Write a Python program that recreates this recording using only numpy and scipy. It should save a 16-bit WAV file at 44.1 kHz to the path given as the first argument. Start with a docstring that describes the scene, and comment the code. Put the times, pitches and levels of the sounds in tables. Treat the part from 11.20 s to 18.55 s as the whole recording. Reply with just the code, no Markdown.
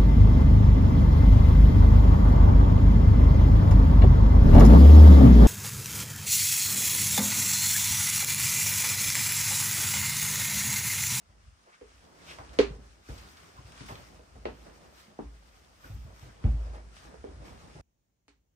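"""Making a bed in a small bedroom

A cotton sheet and a thick topper are spread close to two spaced microphones. Cloth slides and crackles as
shaped noise; folds snap and scuff as brief noise bursts; floor boards knock under steps as struck resonances.
Heavy bedding thumps as low pushes of air and sets the room's bass modes ringing.
The sound cuts to the quiet room near the end, steady noise with one small click."""
import sys
import numpy as np
from scipy import signal
from scipy.fft import rfft, irfft, next_fast_len
from scipy.io import wavfile
from scipy.ndimage import uniform_filter1d, map_coordinates

SR = 44100
rng = np.random.default_rng(int(sys.argv[2]) if len(sys.argv) > 2 else 0)


def inscribe(sig):
    """Save sig as 16-bit PCM at rate SR to the path in sys.argv[1].

    A 1-D sig is mono; a 2-D sig holds one channel per row.
    Samples are clipped to [-1, 1] before scaling.
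    """
    pcm = np.round(np.clip(np.atleast_2d(sig).T, -1, 1) * 32767)
    wavfile.write(sys.argv[1], SR, pcm.astype(np.int16))


N = 324311
LAG_S = 0.000341  # the left microphone stands farther from the bed
CUT_S = 6.612  # the sound cuts to the quiet room here

# Strokes of cloth over cloth: (time of greatest level [s], slide level [dB], nap level against slide [dB],
# time to rise 10 dB [s], time to fall 10 dB [s]); the signs of the last two are ignored
STROKES = [(0.49, -66.5, -37, -0.24, 0.65), (0.79, -72, -8.5, 0.1, 2), (1.11, -49, -15.5, 0.0841, 0.0745),
           (1.2, -71, -27, -0.09, -0.23), (1.33, -57.5, -17, 0, 0.1), (1.891, -57.5, -11, -0.04, 0.12),
           (2.02, -59.5, -6, 0.13, 0.48), (2.61, -53, -25, -0.1, -0.09), (2.689, -52.5, -7.5, 0.02, 0.18),
           (3.36, -69, -9, 0.1, -0.5), (3.47, -64.5, -13.5, -0.46, 0.7), (3.8, -59.5, -7, 0.1, 0.1),
           (4.36, -66, -8.5, 0.3, 0.2), (4.66, -60.5, -4.5, 0.11, 0.21), (5.027, -58, -9, 0.12, 0.1),
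           (5.27, -63.5, -21, -0.23, 0.4), (5.55, -61.5, -22, -0.13, 0.03), (5.769, -55.5, -18, -0.04, 0.1),
           (5.84, -56.5, -12, 0.04, 0.06), (6.05, -66.5, -34, -1, 1), (6.26, -59.5, -10, 0.02, 0.23)]


def amp(db):
    """Level law: 20 dB is a factor of ten in amplitude."""
    return 10 ** (np.asarray(db) / 20)


def unit(x):
    """Normalisation by mean power: scaled to rms 1."""
    return x / np.sqrt(np.mean(x ** 2) + 1e-20)


def along(points, hz):
    """Logarithmic pitch scale: (Hz, value) points joined by straight lines over log frequency."""
    f, v = np.transpose(points)
    return np.interp(np.log(hz + 1), np.log(f + 1), v)


def filtered(x, response):
    """Linear filtering: the spectrum of x times a complex response of frequency."""
    n = x.shape[-1]
    padded = next_fast_len(n + 8192)  # keeps the filter's tail from wrapping round
    spectrum = rfft(x, padded) * response(np.fft.rfftfreq(padded, 1 / SR))
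    return irfft(spectrum, padded)[..., :n]


def lag(hz, s=LAG_S):
    """Arrival-time difference as linear phase: left half late, right half early."""
    return np.exp(-1j * np.pi * hz * s * np.array([[1], [-1]]))


def resonances(modes, f):
    """Modal superposition: a causal sum of (Hz, width Hz, dB) band-pass peaks with alternating signs."""
    total = 0
    for k, (centre, width, db) in enumerate(modes):
        peak = 1j * f * width / (centre * centre - f * f + 1j * f * width)
        total = total + (-1) ** k * amp(db) * peak
    return total


def wobble(rate):
    """Slow random modulation: a smooth curve through rate random knots a second."""
    knots = rng.standard_normal(int(N * rate / SR) + 4)
    return map_coordinates(knots, [np.arange(N) * rate / SR])


def curves(rows):
    """Linear interpolation: one value per sample for each column after the time."""
    s, *columns = np.transpose(rows)
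    return [np.interp(np.arange(N) / SR, s, c) for c in columns]


def cloth():
    """Friction noise at five scales: air pushed, big folds, sliding faces, thread on thread, brushed nap."""
    # Resting levels beneath the strokes, with a sudden change at 1.89 s:
    # (time [s], pushed air [dB], folds [dB], sliding faces [dB])
    resting_levels = [(0.0, -73.5, -68, -72), (0.29, -52, -70, -70), (0.53, -98, -79, -75.5),
                      (0.7, -70.5, -67.5, -65), (0.99, -66, -59.5, -71), (1.25, -54.5, -55, -59.5),
                      (1.58, -51.5, -54.5, -66.5), (1.72, -61, -64.5, -65), (1.882, -69.5, -69, -76),
                      (1.89, -64.5, -56, -60), (2.37, -56.5, -63, -62.5), (2.81, -56, -57, -62.5),
                      (3.12, -62.5, -61, -69.5), (3.3, -51.5, -59.5, -67), (3.6, -63.5, -59, -71),
                      (4.2, -62.5, -64.5, -68.5), (4.7, -61, -64, -70), (4.85, -54, -62.5, -71),
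                      (5.11, -64, -59, -68), (5.35, -46.5, -54, -72), (5.68, -51, -59.5, -71.5),
                      (5.9, -58.5, -54.5, -72), (6.15, -53.5, -56.5, -66.5), (6.27, -54.5, -55, -63.5),
                      (6.61, -52.5, -52.5, -62.5)]
    # Spectra of the five scales, each: (frequency [Hz], relative power density [dB])
    air_spectrum = [(15, -37), (25, -10.5), (65, 7.5), (151, -14), (200, -15.5), (260, -38.5), (440, -120)]
    folds_spectrum = [(60, -44.5), (150, 0), (300, -4.5), (700, -5.5), (1200, -12), (2500, -24),
                      (6000, -90.5)]
    slide_spectrum = [(500, -27), (1200, -1), (2500, -6.5), (4000, -10), (5500, -11.5), (9000, -34),
                      (12000, -92.5)]
    weave_spectrum = [(2500, -31.5), (5000, -9.5), (7000, -11.5), (10000, -14.5), (12000, -49.5)]
    nap_spectrum = [(9000, -28), (12500, 7), (14000, -1.5), (16000, -17.5)]
    usual_slide_db, weave_db, weave_growth = -63, -68, 0.87  # weave at the usual slide; it swings less
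    folds_in_stroke_db = -7.5  # folds dragged along, against the slide
    nap_rest_db, nap_steeper = -90.5, 1.2  # nap between strokes; it comes and goes faster than the slide
    crackle_db = -6  # against the slide

    air_db, folds_db, rest_db = curves(resting_levels)
    _, peak_db, nap_db = np.transpose(STROKES)[:3]
    stroke_power = strokes(peak_db)
    slide = np.sqrt(amp(rest_db) ** 2 + stroke_power)
    folds = np.sqrt(amp(folds_db) ** 2 + amp(folds_in_stroke_db) ** 2 * stroke_power)
    weave = amp(weave_db) * (slide / amp(usual_slide_db)) ** weave_growth
    nap = np.sqrt(amp(nap_rest_db) ** 2 + strokes(peak_db + nap_db, nap_steeper))
    flutter = amp(1.0 * wobble(25))  # the faces touch and part unevenly

    # The two-row gains tilt a layer slightly to one side, in dB
    layers = amp(air_db) * rustle(air_spectrum, patchy_db=1.5, grain_db=-2.5, grain_rate=9.8)
    layers += folds * rustle(folds_spectrum, patchy_db=-1.0, grain_db=2.5, grain_rate=14) * amp([[-.6], [.6]])
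    faces = rustle(slide_spectrum, patchy_db=1.5, grain_db=0.5, grain_rate=240)
    layers += flutter * slide * faces * amp([[.8], [-.8]])
    layers += amp(crackle_db) * slide * crackle()
    threads = rustle(weave_spectrum, patchy_db=0.5, grain_db=-0.1, grain_rate=230)
    layers += flutter * weave * threads * amp([[.6], [-.6]])
    brushed = rustle(nap_spectrum, patchy_db=2.5, grain_db=1.5, grain_rate=140,
                     delay=np.ones_like, alike=[(14000, 0.83)])  # straight ahead
    layers += flutter * nap * brushed
    return layers * (np.arange(N) / SR < CUT_S)


def strokes(levels_db, steeper=1):
    """Incoherent addition: strokes rise and fall evenly in dB, and overlapping ones add in power."""
    s, _, _, rise, fall = np.transpose(STROKES)[:, :, None]
    t = np.arange(0, N, 64) / SR - s
    distance = np.where(t < 0, -t / np.abs(rise), t / np.abs(fall))
    db = levels_db[:, None] - 10 * steeper * distance
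    return np.repeat(np.sum(amp(db) ** 2, axis=0), 64)[:N]


def rustle(spectrum, patchy_db, grain_db, grain_rate, delay=lag, alike=None):
    """Shaped, partly coherent stereo noise of rms 1: patchy in time and pitch, and lumpy in level."""
    # Usual coherence of the spaced microphones: (frequency [Hz], left-right likeness [0 to 1])
    usual_likeness = [(40, 1), (150, 0.75), (400, 0.34), (1000, 0.18), (4000, 0.12), (9000, 0.1),
                      (14000, 0.26)]
    likeness = usual_likeness if alike is None else alike

    z = signal.stft(rng.standard_normal((2, N)), nperseg=512)[2]
    patches = uniform_filter1d(rng.standard_normal(z.shape[1:]), size=6, axis=0)
    patches = uniform_filter1d(patches, size=8, axis=1)
    pair = signal.istft(z * amp(patchy_db * unit(patches)), nperseg=512)[1][:, :N]
    pair = pair * amp(grain_db * wobble(grain_rate))  # in cloth, fibres catch and slip

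    def mid_side(hz):
        turn = np.arccos(np.clip(along(likeness, hz), -1, 1)) / 2  # the mid-side mix sets the likeness
        return amp(along(spectrum, hz)) * [np.cos(turn), np.sin(turn)]

    mid, side = filtered(pair, mid_side)
    return unit(filtered(np.array([mid + side, mid - side]), delay))


def crackle():
    """Random impulse train: small ticks of the starched cloth, scattered in time, pitch, size and direction."""
    per_s, spread_db, middle_hz = 500, 2, 3000
    count = int(per_s * N / SR)
    when, size, pan, *pitch = rng.random((5, count))
    hz = middle_hz * 2 ** (2.4 * (sum(pitch) - 1))[:, None]
    cycles = hz * np.arange(128) / SR
    size_gain = amp(-spread_db * np.log(1 - size))[:, None]
    tick = size_gain * np.exp(-cycles / 1.1) * np.sin(2 * np.pi * cycles)  # dies in one or two cycles
    at = ((when * N).astype(int)[:, None] + np.arange(128)).ravel()
    sides = [np.bincount(at, (tick * gain[:, None]).ravel(), N)[:N]
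             for gain in (np.sqrt(pan), np.sqrt(1 - pan))]
    return unit(filtered(np.array(sides), lag))


def snaps():
    """Sudden release of tension: each crease snaps straight in a brief, band-limited burst of noise."""
    # Creases: (time [s], peak level before the room [dB], pitch [Hz], decay by 60 dB [s])
    creases = [(1.977, -43.5, 3500, .035), (2.168, -46, 3000, 0.028), (2.52, -44, 2800, .009),
               (2.576, -46, 1600, .02), (2.66, -45, 5040, .025), (2.683, -41.5, 1590, 0.024),
               (2.719, -40, 900, .02), (2.754, -39.5, 1700, 0.0087), (3.781, -55, 2800, .015),
               (3.836, -50, 2770, .02)]
    out, t = np.zeros((2, N)), np.arange(SR // 2) / SR
    for s, db, hz, t60 in creases:
        burst = rng.standard_normal(len(t)) * t * amp(-60 * t / t60)
        tick = filtered(burst, lambda f: resonances([(hz, 1.5 * hz, 0)], f) ** 2)
        add(out, s, amp(db) * in_room(tick / np.abs(tick).max(), wet_db=-3))
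    return out


def scuffs():
    """Friction over a periodic texture: a swell of noise around a pitch set by the stroke's speed over threads."""
    # Hand or fold over cloth: (time [s], level before the room [dB], pitch [Hz], length [s], width over pitch [1])
    short_strokes = [(0.439, -59, 705, 0.09, 1.4), (0.508, -57, 1480, 0.065, 0.91),
                     (1.061, -49, 2640, 0.09, 0.56), (2.353, -52.5, 1100, 0.053, 0.33),
                     (2.672, -44.5, 750, 0.065, 1.24), (4.636, -46.5, 1480, 0.021, 0.17),
                     (5.441, -56, 450, 0.059, 1.1), (5.508, -49.5, 516, 0.11, 1.4),
                     (6.188, -53.5, 350, 0.086, 1.2), (6.541, -55.5, 449, 0.048, 0.61)]
    out, t = np.zeros((2, N)), np.arange(SR // 2) / SR
    for s, db, hz, length, width in short_strokes:
        hiss = filtered(rng.standard_normal(len(t)), lambda f: resonances([(hz, width * hz, 0)], f) ** 2)
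        swell = np.sin(np.pi * np.clip(t / length, 0, 1)) ** 2
        scuff = hiss * swell
        scuff = scuff * np.linalg.norm(swell) / np.linalg.norm(scuff)  # the energy of the bare swell
        add(out, s, amp(db) * in_room(scuff, wet_db=-6))
    return out


def knocks():
    """Impact excitation: a blow thuds at the struck spot's pitch and rings the boards; hard contact cracks bright."""
    # Blows: (time [s], level, 3 dB above the direct thud's peak [dB], thud centre [Hz], ring [dB], crack [dB],
    # crack upper corner [Hz], boom [dB], left-right tilt [dB], room against direct [dB], left lag [ms])
    blows = [(0.611, -42.5, 463, 5, -5, 3000, -7.5, 0, 0, 0.42),
             (1.185, -30, 790, -25, -12, 2000, -13.5, 0.5, 4, 0.32),
             (1.388, -11.5, 396, 6.5, 1.5, 5200, -21.5, 0, -4.5, 0.32),
             (1.888, -36, 298, -21, -9, 6000, -9.5, 1, 1, 0.27),
             (2.607, -35, 163, -7, 0, 5040, -11, 2, 2, 0.5),
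             (2.993, -43, 503, -7, -14, 2000, -17, -1, 2, 0.28),
             (3.254, -20.5, 420, -14.5, -6, 3920, -19, 1, 3.5, 0.44),
             (3.466, -40, 470, -15, -7.5, 1500, -6, -1.5, 3.5, 0.48),
             (3.989, -26.5, 293, -5.5, -5.5, 990, -25.5, 0, -1, 0.26),
             (5.24, -28, 218, -15, -7.5, 3480, -39, 1.5, 0.5, 0.66),
             (5.941, -38, 477, -13, -29.5, 3030, -35, -2, 2, 0.42),
             (6.04, -29.5, 392, -1, -17, 3500, -15.5, 0, -2.5, 0.37),
             (6.088, -39.5, 296, -7, -30, 1500, -33, -1, -1, 0.4),
             (7.081, -60, 300, -1, 17, 7030, -3, -2, 4.5, 0.089)]
    # Board modes: (frequency [Hz], width [Hz], relative level [dB], left-right difference [dB])
    board_modes = [(222.2, 16, -6, 6), (250, 15, -3.5, -4), (284.4, 20, 4, 6), (399, 15, 10.5, -6),
                   (443.5, 23, 5, 0), (468, 23, -8, 0), (488, 28, 4, 1.5), (566, 22, -3, -8.5),
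                   (628, 11, -6.5, -3), (770, 12, -14, -0.3)]
    # Resonances of the crack: (frequency [Hz], width [Hz], relative level [dB])
    crack_modes = [(825, 400, 9.5), (2400, 1400, 7), (4330, 570, 8), (8300, 8400, 0)]

    def peak(x):
        return x / np.abs(x).max()

    out, t = np.zeros((2, N)), np.arange(SR) / SR
    sides = [[(hz, width, db + side * tilt_db / 2) for hz, width, db, tilt_db in board_modes]
             for side in (1, -1)]  # each mode favours one side
    late = 1. * (np.arange(SR) == round(.0015 * SR))  # the boards give way just after the crack
    for s, db, hz, ring_db, crack_db, top_hz, boom_db, pan_db, room_db, lag_ms in blows:
        def soft_contact(f):
            return 1 / (1 - (f / top_hz) ** 2 + 1.2j * f / top_hz) ** 2

        thud = peak(filtered(late, lambda f: resonances([(hz, 0.95 * hz, 0)], f) ** 2))
        ring = peak(filtered(thud, lambda f: [resonances(modes, f) for modes in sides]))
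        crack = peak(filtered(1. * (t == 0), lambda f: resonances(crack_modes, f) * soft_contact(f)))
        heard = in_room(thud + amp(ring_db) * ring, room_db, lag_ms / 1000)
        heard += amp(crack_db) * in_room(crack, wet_db=5.5, lag_s=lag_ms / 1000)
        tilt = amp([[pan_db / 2], [-pan_db / 2]])
        add(out, s, amp(db - 3.0) * heard * tilt + amp(db + boom_db) * boom(t))
    return out


def thumps():
    """Volume displacement: one low push of air, a puff from the cloth, then the room's boom."""
    # Bedding and weight landing: (time [s], level of the whole [dB], pitch [Hz], boom against push [dB],
    # puff against an rms of one twelfth [dB])
    landings = [(0.09, -56, 88, 6.5, -11), (1.195, -45.5, 102.9, -2.5, 3), (1.502, -35.5, 135.4, -1, -15),
                (1.585, -44.5, 210, -3, -17), (1.893, -35.5, 106.5, -7, -10), (1.903, -34.5, 64, -13, -20),
                (2.387, -42, 108, -10, -13), (2.446, -45, 115, -5.5, -14.5), (2.704, -40.5, 190, -22, -6),
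                (2.716, -39, 115, -20, -8.5), (3.15, -47.5, 89.5, 8, -2), (3.88, -51, 199, -13, -9),
                (4.012, -43.5, 62, 10, -34), (4.64, -51.5, 97, 8.5, 0.5), (4.699, -35, 105, -11.5, -20.5),
                (4.717, -40.5, 100, -7, -30), (4.744, -32, 68, -1, -46), (4.847, -39, 110, -13, -21),
                (5.025, -39.5, 103.3, -8, -18), (5.048, -44.5, 120.4, -4.5, -9.5),
                (5.244, -16, 97.1, 2.5, -22), (6.199, -45.5, 145, -13, -20), (6.27, -46.5, 79.4, -24, -14),
                (6.551, -43.5, 129.7, -14, -6), (6.588, -45.5, 86, -11, -25)]
    # Spectrum of the puff: (frequency [Hz], relative power density [dB])
    puff_spectrum = [(100, -16.5), (300, 3), (800, 1), (2000, -18), (5000, -38), (10000, -63)]
    out, t = np.zeros((2, N)), np.arange(SR) / SR
    for s, db, hz, boom_db, puff_db in landings:
        cycles = hz * t
        push = 1.87 * cycles ** 0.9 * np.exp(-(cycles / 1.23) ** 2) * np.sin(2 * np.pi * cycles)
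        breath = rng.standard_normal(SR) * (1 - np.exp(-t / 0.039)) * amp(-60 * t / 0.12)
        puff = filtered(breath, lambda f: amp(along(puff_spectrum, f)))
        puff = amp(puff_db) * unit(puff) / 12
        add(out, s, amp(db) * (in_room(push + puff, wet_db=-4.5) + amp(boom_db) * boom(t)))
    return out


def boom(t):
    """Room modes: they start once the push has crossed the room, build up and ring on."""
    # Standing waves: (frequency [Hz], mean level [dB], decay by 60 dB [s])
    room_modes = [(54.46, -3.5, 0.81), (73.1, -10, 0.48), (125, -17, 0.44), (210, -15, 0.24),
                  (287, -26.5, 0.36)]
    t = np.maximum(t - .008, 0)
    swell = 1 - np.exp(-t / 0.0061)
    ringing = 0
    for hz, db, t60 in room_modes:
        level_db = db + rng.normal()  # each blow excites the modes a little differently
        ringing = ringing + amp(level_db - 60 * t / t60) * np.sin(2 * np.pi * hz * t)
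    return swell * ringing


def in_room(x, wet_db, lag_s=LAG_S):
    """Direct and diffuse field: lagged direct sound and a fresh decaying tail, alike on both sides in the bass."""
    # Reverberation: (frequency [Hz], decay by 60 dB [s])
    decay = [(100, 0.47), (400, 0.12), (1000, 0.24), (3000, 0.24), (8000, 0.24), (16000, 0.053)]
    hz, t, (a, b) = signal.stft(rng.standard_normal((2, SR // 2)), SR, nperseg=256)
    alike = 1 / (1 + (hz[:, None] / 150) ** 2)
    z = np.array([a, alike * a + np.sqrt(1 - alike ** 2) * b])
    tail = signal.istft(z * amp(-60 * t / along(decay, hz)[:, None]), SR, nperseg=256)[1]
    mono = np.atleast_2d(x).mean(axis=0)
    wet = signal.fftconvolve(mono[None], tail, axes=1)[:, :len(mono)]
    wet *= np.linalg.norm(mono) / np.linalg.norm(wet, axis=1, keepdims=True)
    delayed = np.roll(x, 16, axis=-1)  # leaves space for the early side
    return filtered(delayed, lambda hz: lag(hz, lag_s)) + amp(wet_db) * wet


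def add(out, s, x):
    """Superposition: adds a sound at s; sounds begun before the cut to the quiet room end there."""
    i = round(s * SR)
    end = round(CUT_S * SR) if s < CUT_S else N
    out[:, i:end][:, :x.shape[-1]] += x[:, :end - i]


def still_room():
    """Stationary background noise: the quiet room at a low, gently wavering level."""
    # Spectrum of the still room: (frequency [Hz], relative power density [dB])
    quiet_spectrum = [(18, -37), (30, -2.5), (55, -4.5), (332, -19.5), (399, -22), (443, -21.5),
                      (1290, -32), (2620, -34), (4780, -37), (6890, -29.5), (7860, -41), (15500, -36)]
    return amp(-77) * rustle(quiet_spectrum, patchy_db=1, grain_db=.5, grain_rate=9)


def scene():
    """Linear superposition of all sources at the microphones."""
    return cloth() + snaps() + scuffs() + knocks() + thumps() + still_room()


def record(dry):
    """Linear tone shaping: low bass rolled off, a dip around 11 to 12 kHz, silence above the band limit."""
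    # Overall tone: (frequency [Hz], gain [dB])
    tone = [(20, -24), (38, -6), (48, 0), (10000, 0), (10500, -6), (11000, -26), (12000, -26), (13000, -4),
            (14000, 0)]
    top_hz = 15750
    return filtered(dry, lambda hz: amp(along(tone, hz)) * (hz < top_hz))


dry = scene()
out = record(dry)
inscribe(out)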